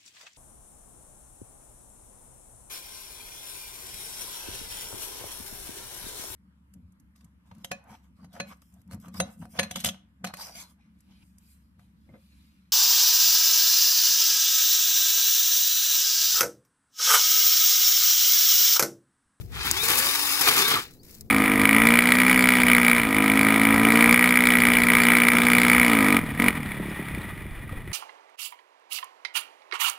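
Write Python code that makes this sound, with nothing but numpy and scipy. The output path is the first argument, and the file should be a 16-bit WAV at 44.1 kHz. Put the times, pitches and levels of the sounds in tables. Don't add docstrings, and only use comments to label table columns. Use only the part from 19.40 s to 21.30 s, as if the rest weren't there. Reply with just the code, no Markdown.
import sys
import numpy as np
from scipy import signal
from scipy.fft import rfft, irfft, next_fast_len
from scipy.io import wavfile
from scipy.ndimage import uniform_filter1d

SR = 44100
rng = np.random.default_rng(int(sys.argv[2]) if len(sys.argv) > 2 else 0)


def voltage_ratio(level):
    return 10 ** (np.asarray(level, float) / 20)


def materialize(psi):
    bounded = np.clip(np.atleast_2d(psi).T, -1, 1)
    quanta = np.round(bounded * 32767).astype(np.int16)
    wavfile.write(sys.argv[1], SR, quanta)


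N = 83790
TIME = np.arange(N) / SR
PADDED = next_fast_len(N + SR // 4)
HZ = np.maximum(np.fft.rfftfreq(PADDED, 1 / SR), 1)


def rms_one(x):
    return x / np.sqrt(np.mean(x ** 2) + 1e-20)


def in_time(rows):
    s, *columns = np.transpose(rows)
    return [np.interp(TIME, s, c) for c in columns]


def at_hz(points, peaks=()):
    hz, value = np.transpose(points)
    curve = np.interp(np.log(HZ), np.log(hz), value)
    return curve + sum(db / (1 + (2 * (HZ - f) / w) ** 2) for f, w, db in peaks)


def colour(x, points, peaks=()):
    gain = rms_one(voltage_ratio(at_hz(points, peaks)))
    return irfft(rfft(x, PADDED) * gain, PADDED)[..., :N]


def drift(rate_hz):
    r = np.exp(-2 * np.pi * rate_hz / SR)
    noise = rng.standard_normal(N + SR)
    return rms_one(signal.lfilter([1], [1, -2 * r, r * r], noise)[SR:])


GRAINS_PER_S, GRAIN_DB = 2700, 0


def grit(share):
    size_db = GRAIN_DB * np.minimum(rng.exponential(1, N), 5)
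    ticks = (rng.random(N) < GRAINS_PER_S / SR) * voltage_ratio(size_db)
    shape = rms_one(signal.lfilter([1], [1, -.9], ticks))
    return rms_one(rng.standard_normal((2, N)) * (1 - share + share * shape))


# time in seconds, level in dB.
WIND = [(0.0, -34), (0.088, -46.5), (0.11, -39), (0.264, -42.5), (0.316, -35), (0.344, -45.5), (0.518, -47),
        (0.93, -59.5), (0.946, -75), (1.084, -44.5), (1.158, -67), (1.238, -55), (1.264, -66),
        (1.376, -45.5), (1.428, -63), (1.756, -62.5), (1.862, -46.5), (1.9, -82)]
WIND_COLOUR, WIND_LUMP_DB, WIND_LEFT_DB = [(25, -15), (65, 9.5), (140, 3), (250, -15.5), (500, -23), (900, -42)], 0, 4
WIND_DB, WIND_SHARED = 1, 0.46


def wind():
    lumps = voltage_ratio(WIND_LUMP_DB * np.array([drift(40), drift(18)]))
    gusts = rng.standard_normal((2, N)) + WIND_SHARED * rng.standard_normal(N)
    level = voltage_ratio(WIND_DB + in_time(WIND)[0])
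    rumble = colour(rms_one(gusts * lumps) * level, WIND_COLOUR)
    return rumble * voltage_ratio(WIND_LEFT_DB * np.array([[1], [-1]]))


# frequency in Hz, level in dB.
AIR = [(100, -2), (430, -6), (620, -17), (1000, -30), (2800, -41), (4200, -33), (8500, -37), (14000, -28)]
AIR_DB = -58.5


def still_air():
    return voltage_ratio(AIR_DB) * colour(grit(0.017), AIR)


# time in seconds, pitch in Hz, level in dB.
BIRD = [
    (1.5, 4150, -90),
    (1.515, 4100, -71),
    (1.57, 3900, -73),
    (1.588, 4050, -78),
    (1.6, 4450, -64),
    (1.63, 5200, -63),
    (1.68, 5800, -70),
    (1.7, 5900, -90),
]


def bird():
    hz, db = in_time(BIRD)
    whistle = voltage_ratio(db + 5.4 * drift(34)) * np.sin(2 * np.pi * np.cumsum(hz) / SR)
    return whistle * voltage_ratio(np.array([[3.0], [-4.0]]))


BEE_S, BEE_HZ, BEE_DB = 1.72, 219, -52


def bee():
    fade_in = np.clip((TIME - BEE_S) * 20, 0, 1)
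    return voltage_ratio(BEE_DB) * fade_in * np.sin(2 * np.pi * BEE_HZ * TIME + 0.4 * drift(4.2))


# time in seconds, level in dB.
LEAVES = [(0, -56), (.04, -59), (.09, -68), (1.4, -58), (1.44, -51), (1.49, -61), (1.55, -61), (1.6, -76),
          (1.625, -76), (1.635, -57), (1.71, -53), (1.76, -53), (1.8, -60), (1.822, -59), (1.835, -76)]
# frequency in Hz, level in dB.
LEAF = [(600, -8), (1200, -11), (2200, -3), (3200, -5), (5200, 0), (9000, -6), (14000, 0)]
LEAF_GRIT, LEAF_FLICKER_DB = .4, 2.0


def leaves():
    level = voltage_ratio(in_time(LEAVES)[0] + LEAF_FLICKER_DB * drift(90))
    return colour(grit(LEAF_GRIT) * level, LEAF)


# start in seconds, peak in dB.
SNAPS = [(.12, -45), (.153, -38), (.2313, -34), (.3122, -11), (.4368, -25), (.4832, -20), (.5, -20),
         (.516, -20), (.5735, -20), (.587, -19), (.6, -21), (.6423, -22), (.66, -22), (1.0095, -20),
         (1.07, -21), (1.085, -20), (1.178, -21), (1.358, -27), (1.412, -38), (1.421, -36), (1.43, -38),
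         (1.438, -40), (1.509, -47), (1.537, -52), (1.633, -49), (1.709, -43), (1.744, -42), (1.75, -44),
         (1.783, -49), (1.809, -34)]
# frequency in Hz, level in dB.
TWIG = [(1500, -30), (3000, -16), (4600, 0), (6200, -4), (8000, 0), (10000, -6), (14000, -4)]
SNAP_RISE_S, SNAP_FALL_S = .0003, .0025


def snap_bursts():
    s, db = np.transpose(SNAPS)[:, :, None]
    age = np.maximum(TIME - s, 0)
    bursts = voltage_ratio(db) * (1 - np.exp(-age / SNAP_RISE_S)) * np.exp(-age / SNAP_FALL_S)
    return colour(grit(0.31) * bursts.sum(0), TWIG)


# centre in seconds, length in seconds, from Hz, to Hz, level in dB.
SQUEALS = [
    (0.427, 0.07, 2314, 2520, -36),
    (1.08, 0.029, 2520, 2367, -26.5),
    (1.371, 0.037, 1250, 1150, -31),
]


def squeals():
    s, length, from_hz, to_hz, db = np.transpose(SQUEALS)[:, :, None]
    along = (TIME - s) / length
    hz = from_hz + (to_hz - from_hz) * np.clip(along + .5, 0, 1)
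    level = voltage_ratio(db + 2.5 * drift(49)) * np.exp(-(2 * along) ** 4)
    phase = 2 * np.pi * np.cumsum(hz, axis=1) / SR + 1.55 * drift(60)
    return (level * np.sin(phase)).sum(0)


# peak time in
# seconds, level in dB, length in seconds, chip spray in dB re bite.
BITES = [(.012, -53, 0.015, -3), (0.167, -40.5, 0.087, -29), (0.264, -32.5, 0.058, -4),
         (0.434, -39.5, 0.091, 8.5), (0.491, -32, 0.018, 0), (0.51, -28, 0.032, -1), (0.546, -36, 0.037, 6),
         (0.589, -31.5, 0.042, 7), (0.656, -31.5, 0.049, 0), (0.828, -41.5, 0.015, 11),
         (0.877, -48, .02, 10), (0.928, -41, 0.016, 11), (1.015, -26, 0.023, 2.5), (1.08, -20, 0.03, -7.5),
         (1.119, -25.5, 0.026, -8), (1.179, -26, 0.083, -4), (1.235, -41, 0.12, -9),
         (1.284, -31.5, 0.029, 1), (1.317, -24, 0.022, -11.5), (1.341, -26.5, 0.017, -24),
         (1.369, -30.5, 0.065, -37)]
# frequency in Hz, level in dB.
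WOOD = [(60, -20), (150, -9), (390, -4), (620, -16.5), (1200, -5.5), (2500, -10), (3200, 1.5),
        (7000, -15.5)]
# frequency in Hz, width in Hz, gain in dB.
STEM = [(137, 41, 4.5), (805, 230, 6.4), (1250, 260, 4.8), (1390, 210, 2.8), (1750, 160, 6),
        (2136, 300, 9.4), (2420, 160, 11.3)]
# frequency in Hz, level in dB.
CHIPS = [(1500, -30), (4000, -5), (8000, -4), (12500, 0), (15500, -4)]
GRAIN_SHARE = 0.64
BITE_RISE_SHARE = 0.75


def cutting():
    s, db, length, spray_db = np.transpose(BITES)[:, :, None]
    width = length * np.where(TIME < s, BITE_RISE_SHARE, 1.3)
    swell = voltage_ratio(db) * np.exp(-(2 * (TIME - s) / width) ** 2)
    rough = voltage_ratio(0.83 * drift(140))
    rasp = colour(grit(GRAIN_SHARE) * rough * swell.sum(0), WOOD, STEM)
    spray = colour(grit(GRAIN_SHARE) * rough * (swell * voltage_ratio(spray_db)).sum(0), CHIPS)
    return rasp + spray


# time in seconds, gear mesh in Hz, chain clatter in dB, whine in dB.
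MOTOR = [(0.116, 695.7, -55, -74), (.127, 979, -48.5, -75), (.225, 1907, -33.5, -66),
         (.375, 3340, -27.5, -39.5), (.425, 3799, -34.5, -32), (.44, 3872, -26, -57), (.62, 4650, -27, -34),
         (.74, 5120, -27.5, -31), (1.015, 5185, -27, -28), (1.085, 3596, -21.5, -53),
         (1.155, 4413, -27, -34), (1.184, 3346, -21, -57), (1.228, 3520, -23, -42), (1.262, 3660, -26, -35),
         (1.3, 3900, -23.5, -40), (1.345, 3853, -30.5, -39), (1.41, 2250, -38, -73), (1.5, 503, -55.5, -90)]
# frequency in Hz, level in dB.
CHAIN = [(150, -69.5), (400, -13), (620, -28.5), (1100, -11), (3100, -6), (5000, -4), (8500, -12.5),
         (15000, -9.5)]
# frequency in Hz, width in Hz, gain in dB.
BAR = [(800, 340, 10.5), (1150, 29, 8.4), (1590, 390, 2.3), (2215, 70, 5), (2520, 460, 4.4),
       (3665, 86, 5.7), (4030, 73, 1.5), (7600, 150, 0.5), (9680, 990, 6.7), (12500, 790, 0.71)]
MESH_PER_TURN, SPROCKET_TEETH, TOP_MESH_HZ, REST_DB_PER_S = 104, 6, 4836, 300
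TURN_DEPTH, LINK_DEPTH, TOOTH_DEPTH = .15, .07, .15
SIZZLE_HZ, SIZZLE_DB_PER_OCTAVE = 7000, 9.5
HOUSING_HZ, HOUSING_WIDTH_HZ, HOUSING_DB, WHINE_ROUGH, WHINE_FLICKER_DB = 3590, 460, 17, .6, 1.5
TOOTH_DB, LINK_RING_DB, LINK_RING_ORDER = -19.5, -14, 4
OVERTONE_DB, OVERTONE_HZ, OVERTONE_WIDTH_HZ = -13, 420, 280


def chain_clatter(level, beat, speed):
    clatter = colour(grit(0.19) * beat * level * voltage_ratio(0.82 * drift(33.0)), CHAIN, BAR)
    sizzle = irfft(rfft(clatter, PADDED) / (1 + (SIZZLE_HZ / HZ) ** 4), PADDED)[:, :N]
    return clatter + sizzle * (voltage_ratio(SIZZLE_DB_PER_OCTAVE * np.log2(speed)) - 1)


def gear_whine(mesh_hz, whine_db, turn, beat, speed):
    swell_db = HOUSING_DB / (1 + (2 * (mesh_hz - HOUSING_HZ) / HOUSING_WIDTH_HZ) ** 4)
    right_db = np.interp(mesh_hz, HZ, at_hz(SHADE, DIPS)) - 7.0
    phase = MESH_PER_TURN * turn + WHINE_ROUGH * speed * drift(88)
    left = np.sin(phase)
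    right = voltage_ratio(right_db) * np.sin(phase - 2 * np.pi * mesh_hz * LAG_S)
    level = voltage_ratio(whine_db + swell_db + WHINE_FLICKER_DB * drift(31)) * beat ** 0.5
    return level * np.array([left, right])


def sprocket_hum(mesh_hz, turn, speed):
    tooth = SPROCKET_TEETH * turn + 0.56 * drift(39.6)
    hum = voltage_ratio(TOOTH_DB + 0.63 * drift(7.9)) * speed ** 2 * np.sin(tooth)
    overtone_hz = 2 * SPROCKET_TEETH * mesh_hz / MESH_PER_TURN
    resonance = 1 / (1 + (2 * (overtone_hz - OVERTONE_HZ) / OVERTONE_WIDTH_HZ) ** 8)
    overtone = voltage_ratio(OVERTONE_DB + 1.4 * drift(7.5)) * resonance * np.sin(2 * tooth)
    ring = voltage_ratio(LINK_RING_DB + 2.55 * drift(25)) * speed ** 6 * np.sin(LINK_RING_ORDER * tooth)
    return hum + overtone + ring


def saw_motor():
    mesh_hz, chain_db, whine_db = in_time(MOTOR)
    rest_s = np.abs(TIME - np.clip(TIME, MOTOR[0][0], MOTOR[-1][0]))
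    chain_level = voltage_ratio(chain_db - REST_DB_PER_S * rest_s)
    speed = mesh_hz / TOP_MESH_HZ
    turn = 2 * np.pi * np.cumsum(mesh_hz) / SR / MESH_PER_TURN
    beat = 1 + TURN_DEPTH * (np.cos(turn) + .5 * np.cos(2 * turn + 1))
    beat = beat + LINK_DEPTH * np.cos(turn / 2) + TOOTH_DEPTH * np.cos(SPROCKET_TEETH * turn)
    clatter = chain_clatter(chain_level, beat, speed)
    whine = gear_whine(mesh_hz, whine_db, turn, beat, speed)
    return clatter, whine + chain_level * sprocket_hum(mesh_hz, turn, speed)


STREAK_DB, STREAK_HZ, STREAK_S = 2.2, 130, .04


def streaks(pair):
    hz, s, cells = signal.stft(pair, SR, nperseg=1024, noverlap=768)
    field = rng.standard_normal(cells.shape[1:])
    for axis, size in enumerate((STREAK_HZ / hz[1], STREAK_S / s[1])):
        field = uniform_filter1d(field, size=int(size), axis=axis)
        field = uniform_filter1d(field, size=2, axis=axis)
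    gain = rms_one(voltage_ratio(STREAK_DB * rms_one(field)))
    return signal.istft(cells * gain, SR, nperseg=1024, noverlap=768)[1][:, :N]


# frequency in Hz, level in dB.
SHADE = [(100, 0), (1900, 1), (2500, -6), (4200, -3), (7400, -2), (11500, 0), (13000, -4), (14200, -11)]
# frequency in Hz, width in Hz, gain in dB.
DIPS = [(3360, 360, 2), (5660, 1460, -13.5), (9550, 410, -35)]
# frequency in Hz, likeness 0-1.
ALIKE = [(300, .87), (1300, .85), (2500, .3), (3300, .96), (4000, .55), (6500, .45), (11200, .35),
         (13400, .6)]
# frequency in Hz, width in Hz, gain in dB.
CASE_DIP = [(2885, 113, -2), (574, 44, -9.5)]
LAG_S, LAG_ENDS_HZ = .000153, 9100


def ports(pair):
    left, other = rfft(pair, PADDED)
    alike = np.clip(at_hz(ALIKE), 0, 1)
    lag = np.exp(-2j * np.pi * HZ * LAG_S * (HZ < LAG_ENDS_HZ))
    right = alike * lag * left + np.sqrt(1 - alike ** 2) * other
    right = right * voltage_ratio(at_hz(SHADE, DIPS))
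    case = voltage_ratio(at_hz([(100, 0), (200, 0.0057)], CASE_DIP))
    return irfft(np.array([left, right]) * case, PADDED)[:, :N]


def scene():
    background = wind() + bee() + bird()
    thicket = snap_bursts() + leaves() + still_air()
    clatter, tones = saw_motor()
    noises = streaks(clatter) + cutting() + squeals() + thicket
    return voltage_ratio(5.5) * ports(noises) + tones + background


def roll_off(x):
    return signal.sosfilt(signal.butter(12, 17010, fs=SR, output="sos"), x)


def record(dry):
    top_cut = signal.ellip(14, .5, 62, 15780, fs=SR, output="sos")
    mix = signal.sosfilt(top_cut, dry)
    return roll_off(mix)


dry = scene()
out = record(dry)
materialize(out)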